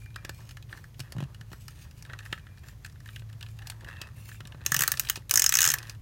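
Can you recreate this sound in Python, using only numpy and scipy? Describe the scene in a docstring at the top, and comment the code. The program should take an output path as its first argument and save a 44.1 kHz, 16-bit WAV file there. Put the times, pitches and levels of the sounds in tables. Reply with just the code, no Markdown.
"""A tape runner is pressed and dragged over the pages of a planner on a desk in a quiet room.
In two strokes its ratchet (a toothed wheel) snaps tooth by tooth and makes the plastic case ring.
The case creaks, case and paper give small clicks, skin brushes the paper and the desk thumps softly.
Underneath, the house rumbles and hums."""
import sys
import numpy as np
from scipy import signal
from scipy.fft import rfft, irfft
from scipy.io import wavfile

SR = 44100
rng = np.random.default_rng(int(sys.argv[2]) if len(sys.argv) > 2 else 0)


def log_audio(samples):
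    """Write samples as a 16-bit WAV file to the path given in sys.argv[1]."""
    # one column per channel
    frames = np.atleast_2d(samples).T
    # limit to full scale, then quantise
    limited = np.clip(frames, -1, 1)
    pcm = np.round(limited * 32767).astype(np.int16)
    wavfile.write(sys.argv[1], SR, pcm)


N = 265041

# Tone colours, or how strong each frequency is next to the others: f/Hz, level/dB
RUMBLE_COLOUR = [(12, -51), (20, -17.5), (32, -9.5), (59, -2), (81, 1.5), (108, -1), (127, 2), (145, -4),
                 (157, -6.5), (172, -13), (200, -34.5), (234, -35), (300, -24.5), (390, -58), (660, -120)]
AIR_COLOUR = [(120, -13.5), (200, 6), (258, -4), (761, -13), (1060, -14), (1730, -17.5), (2080, -16),
              (2790, -19.5), (6850, -21), (7640, -26), (12800, -23.5), (15900, -28)]
SKIN_COLOUR = [(1470, -31), (2500, -2.5), (2680, -6), (3030, -8), (3800, -10), (4200, -9), (5510, -11),
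               (6140, -10), (8430, -11.5), (15900, -14)]
TICK_COLOUR = [(410, -34.5), (700, -6.5), (1700, -13.5), (2040, -8.5), (2450, -1.5), (3490, -23), (4480, 0),
               (15900, -14)]
SNAP_COLOUR = [(400, -72.5), (900, -18.5), (2000, -18.5), (3500, -22), (4700, -14.5), (6400, -16.5),
               (8500, -9.5), (10300, -14), (13000, -9), (14700, -8), (15900, -9.5)]

# Resonances, the pitches at which a thing likes to ring: f/Hz, width/Hz, level/dB
DESK_MODES = [(103.4, 9.3, 2), (134.5, 14.7, 20), (230, 104, -5)]
PAGE_MODES = [(346, 85, -6), (562, 90, -6.5), (1009, 370, -7)]
HOLLOW_MODES = [(1242, 190, -6), (1630, 154, 1.5), (1843, 163, 1.5)]   # the air inside the case
SHELL_MODES = [(2550, 152, 1), (2930, 128, -0.5), (3217, 99, 1.5), (3948, 305, -2.5)]   # the walls of the case
PAWL_MODES = [(5260, 166, 4.5), (5870, 660, 3.5), (6620, 610, 6.5), (7520, 310, 3.5), (8280, 1000, -5.5)]   # the pawl, a small catch that rides over the teeth

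# Echoes off the desk and pages: delay/s, level/dB
ECHOES = [(.0014, -14.5), (.0031, -20), (.0052, -16.5)]
# How loud the hum is over time: t/s, level/dB
HUM_LEVELS = [(0.0, -47.5), (0.5, -51.5), (0.85, -58), (1.02, -57), (1.2, -50.5), (1.9, -56), (2.29, -45.5),
              (2.46, -67), (2.85, -59.5), (3.3, -43.5), (3.8, -46), (4.03, -55), (4.28, -46.5), (4.74, -50),
              (4.97, -54.5), (5.2, -49.5), (5.5, -68), (5.71, -48), (6.01, -48.5)]
# A faint whistle comes and goes: t/s, length/s, level/dB
WHISTLES = [(0.0, 0.086, -60), (.17, 0.018, -65), (.24, .14, -66), (2.43, .19, -72)]
# Faint narrow tones that come and go: t/s, length/s, level/dB, f/Hz
FAINT_RINGS = [(3.595, 0.036, -67, 810), (3.723, 0.045, -66, 940), (3.89, 0.092, -59, 2680),
               (4.014, 0.021, -52.5, 2600), (4.17, 0.22, -68, 2710)]
# Skin brushes the paper: t/s, length/s, level/dB
BRUSHES = [(0.0, 0.027, -59.5), (.35, 0.085, -61), (.495, .02, -62), (.72, 0.11, -61), (.995, 0.018, -63),
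           (1.525, .02, -61), (1.62, 0.017, -60.5), (1.7, 0.033, -60.5), (1.805, 0.02, -55.5),
           (1.98, 0.013, -60), (2.255, 0.086, -60.5), (2.67, 0.025, -59.5), (2.85, 0.013, -63),
           (3.07, 0.11, -62.5), (3.4, 0.19, -70), (3.68, 0.036, -61), (3.885, 0.019, -69),
           (4.17, 0.061, -59.5), (4.27, 0.086, -55)]
# The hand squeezes the case against the pages: t/s, length/s, creak level/dB, page level/dB
SQUEEZES = [(.165, 0.14, -62.5, -69), (.4, 0.089, -70, -64.5), (.72, 0.022, -64, -60),
            (.77, 0.022, -61, -66), (1.04, 0.023, -58.5, -65), (1.13, 0.17, -76, -64),
            (1.41, 0.0095, -69, -67), (1.525, .03, -66, -67), (1.7, 0.17, -67.5, -74),
            (1.985, .02, -72, -82), (2.095, 0.036, -55, -61), (2.195, 0.012, -57, -85),
            (2.25, 0.13, -63.5, -72), (2.44, 0.096, -69, -79), (2.64, 0.062, -61, -72),
            (2.85, 0.0071, -62, -91), (3.07, 0.038, -61.5, -80), (3.32, 0.02, -64, -80),
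            (3.415, 0.039, -73, -69), (3.61, 0.1, -61.5, -68), (3.74, 0.028, -78, -71),
            (3.82, 0.011, -63, -70), (3.885, 0.039, -49.5, -58), (3.95, 0.066, -60.5, -68),
            (4.02, 0.065, -58.5, -60), (4.17, .18, -70.5, -71), (4.46, 0.071, -83, -63),
            (4.61, 0.051, -56.5, -61.5)]
# The tape drags, one list for each stroke: t/s, hiss level/dB, creak level/dB, page level/dB
STROKES = [
    [(4.65, -52, -51, -63), (4.68, -53, -64, -62), (4.82, -45, -41, -51), (4.95, -52, -66, -58),
     (5.1, -50, -53, -61), (5.18, -62, -64, -62), (5.22, -85, -85, -80)],
    [(5.293, -62, -66, -66), (5.33, -45, -50, -51), (5.5, -45.5, -48.5, -63), (5.63, -39.5, -41, -52),
     (5.72, -34.5, -42, -56), (5.78, -66, -51, -54), (5.91, -58, -55.5, -68.5), (5.96, -74, -73, -71)],
]
# Pushes into the desk: t/s, desk level/dB, page level/dB
THUMPS = [(.2478, -44, -38.5), (.2932, -48, -37), (.5082, -48, -62), (.9937, -39, -44), (1.0021, -36, -47),
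          (1.1218, -53, -44), (1.1506, -35, -49), (1.1657, -31, -38.5), (1.1837, -26, -50),
          (1.2042, -32.5, -33.5), (1.2256, -26, -36), (1.4092, -41.5, -70), (1.517, -41.5, -43.5),
          (1.5324, -49, -42), (2.3266, -40, -36), (3.22, -49, -50), (3.8357, -69, -45), (3.8618, -59, -48),
          (4.0143, -47, -42), (4.4039, -55, -43), (4.4518, -40, -61), (4.5461, -43, -43),
          (4.7188, -30, -72), (4.7638, -32, -62), (4.8066, -35, -64), (4.9391, -45, -51),
          (5.1738, -45, -39), (5.3103, -56, -48), (5.675, -38, -37), (5.7006, -38.5, -37)]
# Small clicks of case and paper, and weak slips of the ratchet's teeth during the first stroke:
# t/s, crack level/dB, hollow level/dB, shell level/dB
TICKS = [(0.0189, -49, -56, -71), (0.0583, -42, -46.5, -58), (0.159, -28, -31.5, -40),
         (0.2483, -25.5, -34, -37), (0.293, -21, -36.5, -39.5), (0.4034, -43, -49, -60),
         (0.4909, -34, -51, -50), (0.5089, -35, -48, -49), (0.5692, -33, -41.5, -46),
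         (0.625, -40, -61, -47), (0.693, -62, -53, -52), (0.7262, -37, -33.5, -42), (0.7729, -39, -43, -66),
         (0.84, -40, -45.5, -61), (0.9938, -27.5, -46, -50), (1.0018, -21, -40.5, -36.5),
         (1.1216, -24.5, -46, -47), (1.1646, -44, -53, -51), (1.1826, -37, -40.5, -47),
         (1.2036, -33, -40, -42), (1.2251, -40, -48, -44), (1.2372, -38, -51, -46),
         (1.3455, -36.5, -44, -48.5), (1.4102, -35, -45.5, -47), (1.5164, -43, -53, -54),
         (1.5296, -34, -41, -51), (1.681, -26, -41.5, -51), (1.7715, -53, -66, -58), (2.024, -31, -53, -59),
         (2.0498, -39, -46, -47.5), (2.097, -54, -37, -46.5), (2.1326, -38, -30, -42.5),
         (2.1888, -31.5, -44, -38.5), (2.2037, -43, -44, -61), (2.2523, -45, -47, -54),
         (2.2592, -39, -42.5, -54), (2.3261, -25.5, -22.5, -25), (2.376, -53, -41, -51),
         (2.4664, -51, -44.5, -52), (2.581, -44.5, -68, -60), (2.6362, -47, -46, -64),
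         (2.6845, -34.5, -49.5, -50), (2.8466, -29, -39, -39.5), (2.8611, -31, -49, -49),
         (2.9564, -60, -51, -59), (3.0581, -40, -43.5, -49), (3.088, -44, -44, -42),
         (3.16, -30.5, -36.5, -40.5), (3.1944, -39.5, -58, -51), (3.2197, -56, -53, -52),
         (3.2968, -44, -53, -62), (3.3278, -41, -51, -52), (3.4087, -34, -47, -41),
         (3.4267, -30.5, -38.5, -37.5), (3.463, -44, -52, -45.5), (3.5883, -37, -45.5, -43),
         (3.6212, -42, -48, -48), (3.6709, -24, -48, -41), (3.699, -19, -51, -36), (3.7185, -41, -41, -50),
         (3.8072, -41.5, -49, -58), (3.8453, -37.5, -44, -46.5), (3.8843, -38, -35, -51),
         (3.965, -59, -62, -46.5), (4.0149, -21, -37, -31), (4.0714, -43, -64, -56),
         (4.2895, -43, -45, -53), (4.3145, -41, -43, -49), (4.3434, -47, -48, -55),
         (4.4046, -35.5, -39, -42.5), (4.4523, -40, -49, -44.5), (4.4722, -31.5, -53, -48),
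         (4.5208, -42, -47, -46.5), (4.5456, -52, -49, -52), (4.6124, -66, -59, -48),
         (4.9376, -26, -34, -39), (4.9724, -20, -39, -35), (5.0344, -33, -46, -48), (5.0494, -33, -53, -43),
         (5.0703, -38, -52, -37), (5.0874, -18.5, -31, -32), (5.1571, -20, -38, -32.5),
         (5.1652, -26, -54, -46), (5.173, -33, -56, -38.5), (5.7847, -21, -56, -36),
         (5.8279, -30, -42, -44), (5.87, -37, -49, -46), (5.8958, -22, -46, -38.5)]
# Ringing next to a tooth's snap: t/s, hollow level/dB, shell level/dB, pawl level/dB
TOOTH_RING = [(4.66, -21, -11, -8.5), (4.72, -13.5, -16.5, -15), (4.765, -16.5, -16, -12.5),
              (4.79, -22, -21, -16), (4.82, -12, -21, -17.5), (4.88, -19.5, -22, -20),
              (5.0, -23.5, -21, -18.5), (5.1, -21, -17, -17), (5.3, -28, -16.5, -22.5),
              (5.34, -27, -26, -14), (5.37, -20, -30.5, -9), (5.44, -19.5, -15.5, -7),
              (5.5, -22.5, -18.5, -9.5), (5.54, -13.5, -17.5, -9.5), (5.6, -19.5, -17.5, -11),
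              (5.7, -11, -19.5, -6), (5.74, -19, -24, -18)]
# The teeth of the ratchet snap: t/s, level/dB
TEETH = [(4.6622, -9), (4.719, -5.5), (4.7437, -4.5), (4.7644, -6.5), (4.7913, -5), (4.8068, -4),
         (4.82, -1.5), (4.8352, -6), (4.8774, -1.5), (4.9175, -2.5), (4.996, -2), (5.0978, -1.5),
         (5.2948, -16.5), (5.3099, 0.5), (5.339, -2.5), (5.3565, -2), (5.3737, -2), (5.395, -2),
         (5.4196, -4.5), (5.441, -4), (5.462, -5), (5.4919, -3.5), (5.5229, -8), (5.5392, -5.5),
         (5.553, -5), (5.5703, -7), (5.5876, -3.5), (5.6053, -4), (5.617, -5.5), (5.6283, -6.5),
         (5.6408, -6), (5.6512, -5.5), (5.6612, -8.5), (5.675, -8.5), (5.6879, -9.5), (5.7018, -10),
         (5.717, -9.5), (5.7384, -3)]

RUMBLE_DB, AIR_DB, MAINS_DB = -48.5, -62, -57.5
MAINS_HZ, HUM_HZ, WHISTLE_HZ = 52, 108.5, 2396
ROOM_T60_S, ROOM_DB = 0.13, -16   # a T60 is the time a sound takes to fade by 60 dB
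SWELL_DB_PER_S, FADE_DB_PER_S = 443, 321
RESTING_DB = (-81.5, -97, -81)   # hiss, creak and page rustle of hands at rest
SLIPS_PER_S = 135   # typical pace of a creak
FAINT_TICKS, FAINT_DB = 30, (-48, -58, -58.5)   # extra random ticks: average crack, hollow, shell
TOOTH_DESK_DB, TOOTH_PAGE_DB = -48, -49   # push of a tooth, next to its snap
TICK_PAGE_DB = -18   # push of a tick, next to its hollow ring
CREST_DB = 11.5   # how far the peaks of a chatter stand above its average (rms) level


def amp(db):
    """Turn decibels into a number to multiply by."""
    return 10 ** (np.asarray(db) / 20)


def rms_one(x):
    """Scale a sound to an average strength (rms) of 1."""
    return x / np.sqrt(np.mean(x ** 2) + 1e-20)


def in_time(rows):
    """Join the points of a table with straight lines, one curve for each level column."""
    times, *columns = np.transpose(rows)
    return [np.interp(np.arange(N) / SR, times, column) for column in columns]


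def swells(rows, column=2):
    """Loudness of sounds that swell up to their start time, hold for their length and fade."""
    t, gain = np.arange(0, N, 32) / SR, 0
    for row in rows:
        start, length = row[:2]
        drop_db = np.maximum(SWELL_DB_PER_S * (start - t), FADE_DB_PER_S * (t - start - length))
        gain = gain + amp(row[column] - np.maximum(0, drop_db))
    return np.interp(np.arange(N) / SR, t, gain)


def colour(x, spectrum):
    """Give a sound a tone colour; white noise keeps its power."""
    hz, db = np.transpose(spectrum)
    grid_hz = np.maximum(np.arange(16385) * SR / 32768, 1)
    gain = rms_one(amp(np.interp(np.log(grid_hz), np.log(hz), db)))
    # A minimum-phase filter: nothing sounds before the click that causes it.
    cepstrum = irfft(np.log(gain))
    cepstrum[1:16384] *= 2
    cepstrum[16385:] = 0
    return signal.fftconvolve(x, irfft(np.exp(rfft(cepstrum))))[:N]


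def resonate(x, modes):
    """Ring several resonances at once, with alternating signs; white noise keeps its power."""
    def ring(push):
        total = 0
        for k, (hz, width, db) in enumerate(modes):
            r = np.exp(-np.pi * max(width, 5) / SR)
            feedback = [1, -2 * r * np.cos(2 * np.pi * hz / SR), r * r]
            mode = signal.lfilter([1 - r * r, 0, r * r - 1], feedback, push + 1e-18)
            total = total + (-1) ** k * amp(db) * mode
        return total
    return ring(x) / np.sqrt(np.sum(ring(signal.unit_impulse(8192)) ** 2))


def drift(rate_hz):
    """A smooth random wobble, about 1 in size."""
    r = np.exp(-2 * np.pi * rate_hz / SR)
    return rms_one(signal.lfilter([1], [1, -2 * r, r * r], rng.standard_normal(N + SR))[SR:])


def wavering(hz, spread_hz):
    """A tone whose pitch wanders slowly."""
    pitch_hz = hz + spread_hz * drift(3.04)
    return np.sqrt(2) * np.sin(2 * np.pi * np.cumsum(pitch_hz) / SR)


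def pitched_noise(hz, width_hz):
    """Noise sent twice through one resonance becomes a breathy note."""
    mode = [(hz, width_hz, 0)]
    return rms_one(resonate(resonate(rng.standard_normal(N), mode), mode))


def impulses(times, db):
    """One sharp spike at each time."""
    spikes = np.zeros(N)
    np.add.at(spikes, np.minimum((times * SR).astype(int), N - 1), amp(db))
    return spikes


def chatter(spread_db):
    """Tightly packed tiny hits whose strength flickers."""
    return rms_one(rng.choice([-1., 1.], N) * amp(spread_db * drift(1290)))


def bursts(times, db, t60, first_hit, spread_db):
    """Each contact is one hit, then a chatter that dies away."""
    hits = impulses(times + 0.0004, db)
    fade = signal.lfilter([1], [1, -amp(-60 / (t60 * SR))], hits + 1e-18)
    return first_hit * hits + fade * chatter(spread_db)


def near_echoes(x):
    """Bounces off the desk and pages stretch a sound by a few milliseconds."""
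    return x + sum((-1) ** k * amp(db) * np.pad(x, (int(delay * SR), 0))[:N]
                   for k, (delay, db) in enumerate(ECHOES))


def room(x):
    """The walls answer with a short, slightly dull wash of echoes."""
    t = np.arange(int(.4 * SR)) / SR
    tail = rng.standard_normal(len(t)) * amp(-60 * t / ROOM_T60_S) * (t > .004)
    tail = signal.lfilter([1], [1, -.3], tail)
    return signal.fftconvolve(x, tail / np.sqrt(np.sum(tail ** 2)))[:N]


def background():
    """House rumble, mains drone, a hum with a weak octave, room air and a faint whistle."""
    rumble = amp(RUMBLE_DB) * rms_one(colour(rng.standard_normal(N), RUMBLE_COLOUR))
    hum_tone = wavering(HUM_HZ, spread_hz=2.49) + amp(-37.5) * wavering(2 * HUM_HZ, spread_hz=2.1)
    hum = amp(in_time(HUM_LEVELS)[0]) * hum_tone
    air = amp(AIR_DB) * rms_one(colour(rng.standard_normal(N), AIR_COLOUR))
    mains = amp(MAINS_DB) * wavering(MAINS_HZ, spread_hz=1.5)
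    whistle = swells(WHISTLES) * pitched_noise(WHISTLE_HZ, width_hz=70)
    return rumble + mains + hum + air + whistle


def faint_rings():
    """Faint narrow tones ring on, one pitch at a time."""
    return sum(swells([row]) * pitched_noise(row[3], width_hz=130) for row in FAINT_RINGS)


def paper_hiss():
    """Rubbing on paper hisses, with tiny scratches and a slowly shifting colour."""
    catches = (rng.random(N) < 150 / SR) * rng.exponential(.8, N)   # about 150 a second
    scratches = signal.lfilter([1], [1, -.985], catches)
    rub = colour(rms_one(rng.standard_normal(N) * (1 + scratches)), SKIN_COLOUR)
    edges_hz, hiss = np.geomspace(1500, 17000, 25), 0
    for low, high in zip(edges_hz, edges_hz[1:]):
        band = signal.sosfilt(signal.butter(2, [low, high], "band", fs=SR, output="sos"), rub)
        hiss = hiss + amp(1.6 * drift(4)) * band
    return amp(1.9 * drift(30)) * rms_one(near_echoes(hiss))


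def case_creak(gain):
    """The squeezed plastic sticks and slips at a nearly even pace, ringing the case."""
    slip_count = np.cumsum(SLIPS_PER_S * amp(2.0 * drift(20)) / SR)
    times = np.flatnonzero(np.diff(np.floor(slip_count))) / SR
    slip_db = rng.normal(0, 3.0, N)[:len(times)]
    grit = gain * rms_one(bursts(times, slip_db, t60=.014, first_hit=3.0, spread_db=1.5))
    ring = resonate(grit, HOLLOW_MODES) + amp(-10) * resonate(grit, SHELL_MODES)
    return ring + amp(-14.5) * colour(grit, TICK_COLOUR)


def page_rustle():
    """Shuffling pages send uneven tiny hits through the stack."""
    return amp(3.5 * drift(30)) * resonate(chatter(spread_db=2.5), PAGE_MODES)


def handling():
    """The dragging tape and the hands set how loud the creak, rustle and hiss are."""
    t = np.arange(N) / SR
    drag = sum(amp(in_time(rows)) * (t > rows[0][0]) * (t < rows[-1][0]) for rows in STROKES)
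    hands = np.array([swells(BRUSHES), swells(SQUEEZES), swells(SQUEEZES, column=3)])
    hiss_gain, creak_gain, page_gain = drag + hands + amp(RESTING_DB)[:, None]
    return case_creak(creak_gain) + page_gain * page_rustle() + hiss_gain * paper_hiss()


def thump(times, db, modes):
    """A soft push into a heavy body; 0 dB gives a peak of 1."""
    def body(push):
        return resonate(signal.lfilter([1], [1, -.95], push), modes)
    return body(impulses(times, db)) / body(signal.unit_impulse(2048)).max()


def knocks():
    """Pushes and snapping teeth shake both desk and pages; ticks only tap the pages."""
    teeth = [(time, db + TOOTH_DESK_DB, db + TOOTH_PAGE_DB) for time, db in TEETH]
    times, desk_db, page_db = np.transpose(list(THUMPS) + teeth)
    tick_times, _, hollow_db, _ = np.transpose(TICKS)
    pages = thump(np.r_[times, tick_times], np.r_[page_db, hollow_db + TICK_PAGE_DB], PAGE_MODES)
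    return thump(times, desk_db, DESK_MODES) + pages


def case_ring(times, hollow_db, shell_db, t60):
    """The plastic case rings; the air inside answers a little later than the walls."""
    hollow_hits = bursts(times + .0012, hollow_db, t60, first_hit=3.83, spread_db=0.21)
    shell_hits = bursts(times, shell_db, t60, first_hit=3.6, spread_db=0.84)
    return resonate(hollow_hits, HOLLOW_MODES) + resonate(shell_hits, SHELL_MODES)


def ticks():
    """Small clicks of case and paper, and weak tooth slips in the first stroke, ring the case."""
    faint_times = rng.uniform(0, N / SR, FAINT_TICKS)
    faint = np.c_[faint_times, rng.normal(FAINT_DB, 4, (FAINT_TICKS, 3))]
    times, crack_db, hollow_db, shell_db = np.r_[faint, TICKS].T
    cracks = bursts(times, crack_db - CREST_DB, t60=0.022, first_hit=0.5, spread_db=1.0)
    return colour(cracks, TICK_COLOUR) + case_ring(times, hollow_db, shell_db, t60=0.022)


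def ratchet():
    """Each tooth slips with a bright snap; the pawl sings near 6 kHz and the case rings."""
    times, db = np.transpose(TEETH)
    ring_times, *rings = np.transpose(TOOTH_RING)
    ring_db = np.array([np.interp(times, ring_times, ring) for ring in rings])
    chance_db = 1.5 * rng.standard_normal((len(times), 3)).T   # no two teeth ring alike
    hollow_db, shell_db, pawl_db = db + ring_db + chance_db
    snap_hits = bursts(times, db - CREST_DB, t60=0.018, first_hit=3.8, spread_db=0.88)
    pawl_hits = bursts(times, pawl_db, t60=0.015, first_hit=4.2, spread_db=0.71)
    case = case_ring(times, hollow_db, shell_db, t60=0.014)
    return colour(snap_hits, SNAP_COLOUR) + resonate(pawl_hits, PAWL_MODES) + case


def scene():
    """Clicks and knocks echo in the room; rubbing and background lie under them."""
    hits = near_echoes(ratchet() + ticks()) + knocks()
    return (hits + amp(ROOM_DB) * room(hits) + handling() + faint_rings() + background())[None]


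def record(dry):
    """Round off the loudest peaks and cut the highest treble."""
    ceiling, cutoff_hz = .85, 16250
    rounded = ceiling * np.tanh(dry / ceiling)
    return signal.sosfilt(signal.cheby2(20, 60, cutoff_hz, fs=SR, output="sos"), rounded)


dry = scene()
out = record(dry)
log_audio(out)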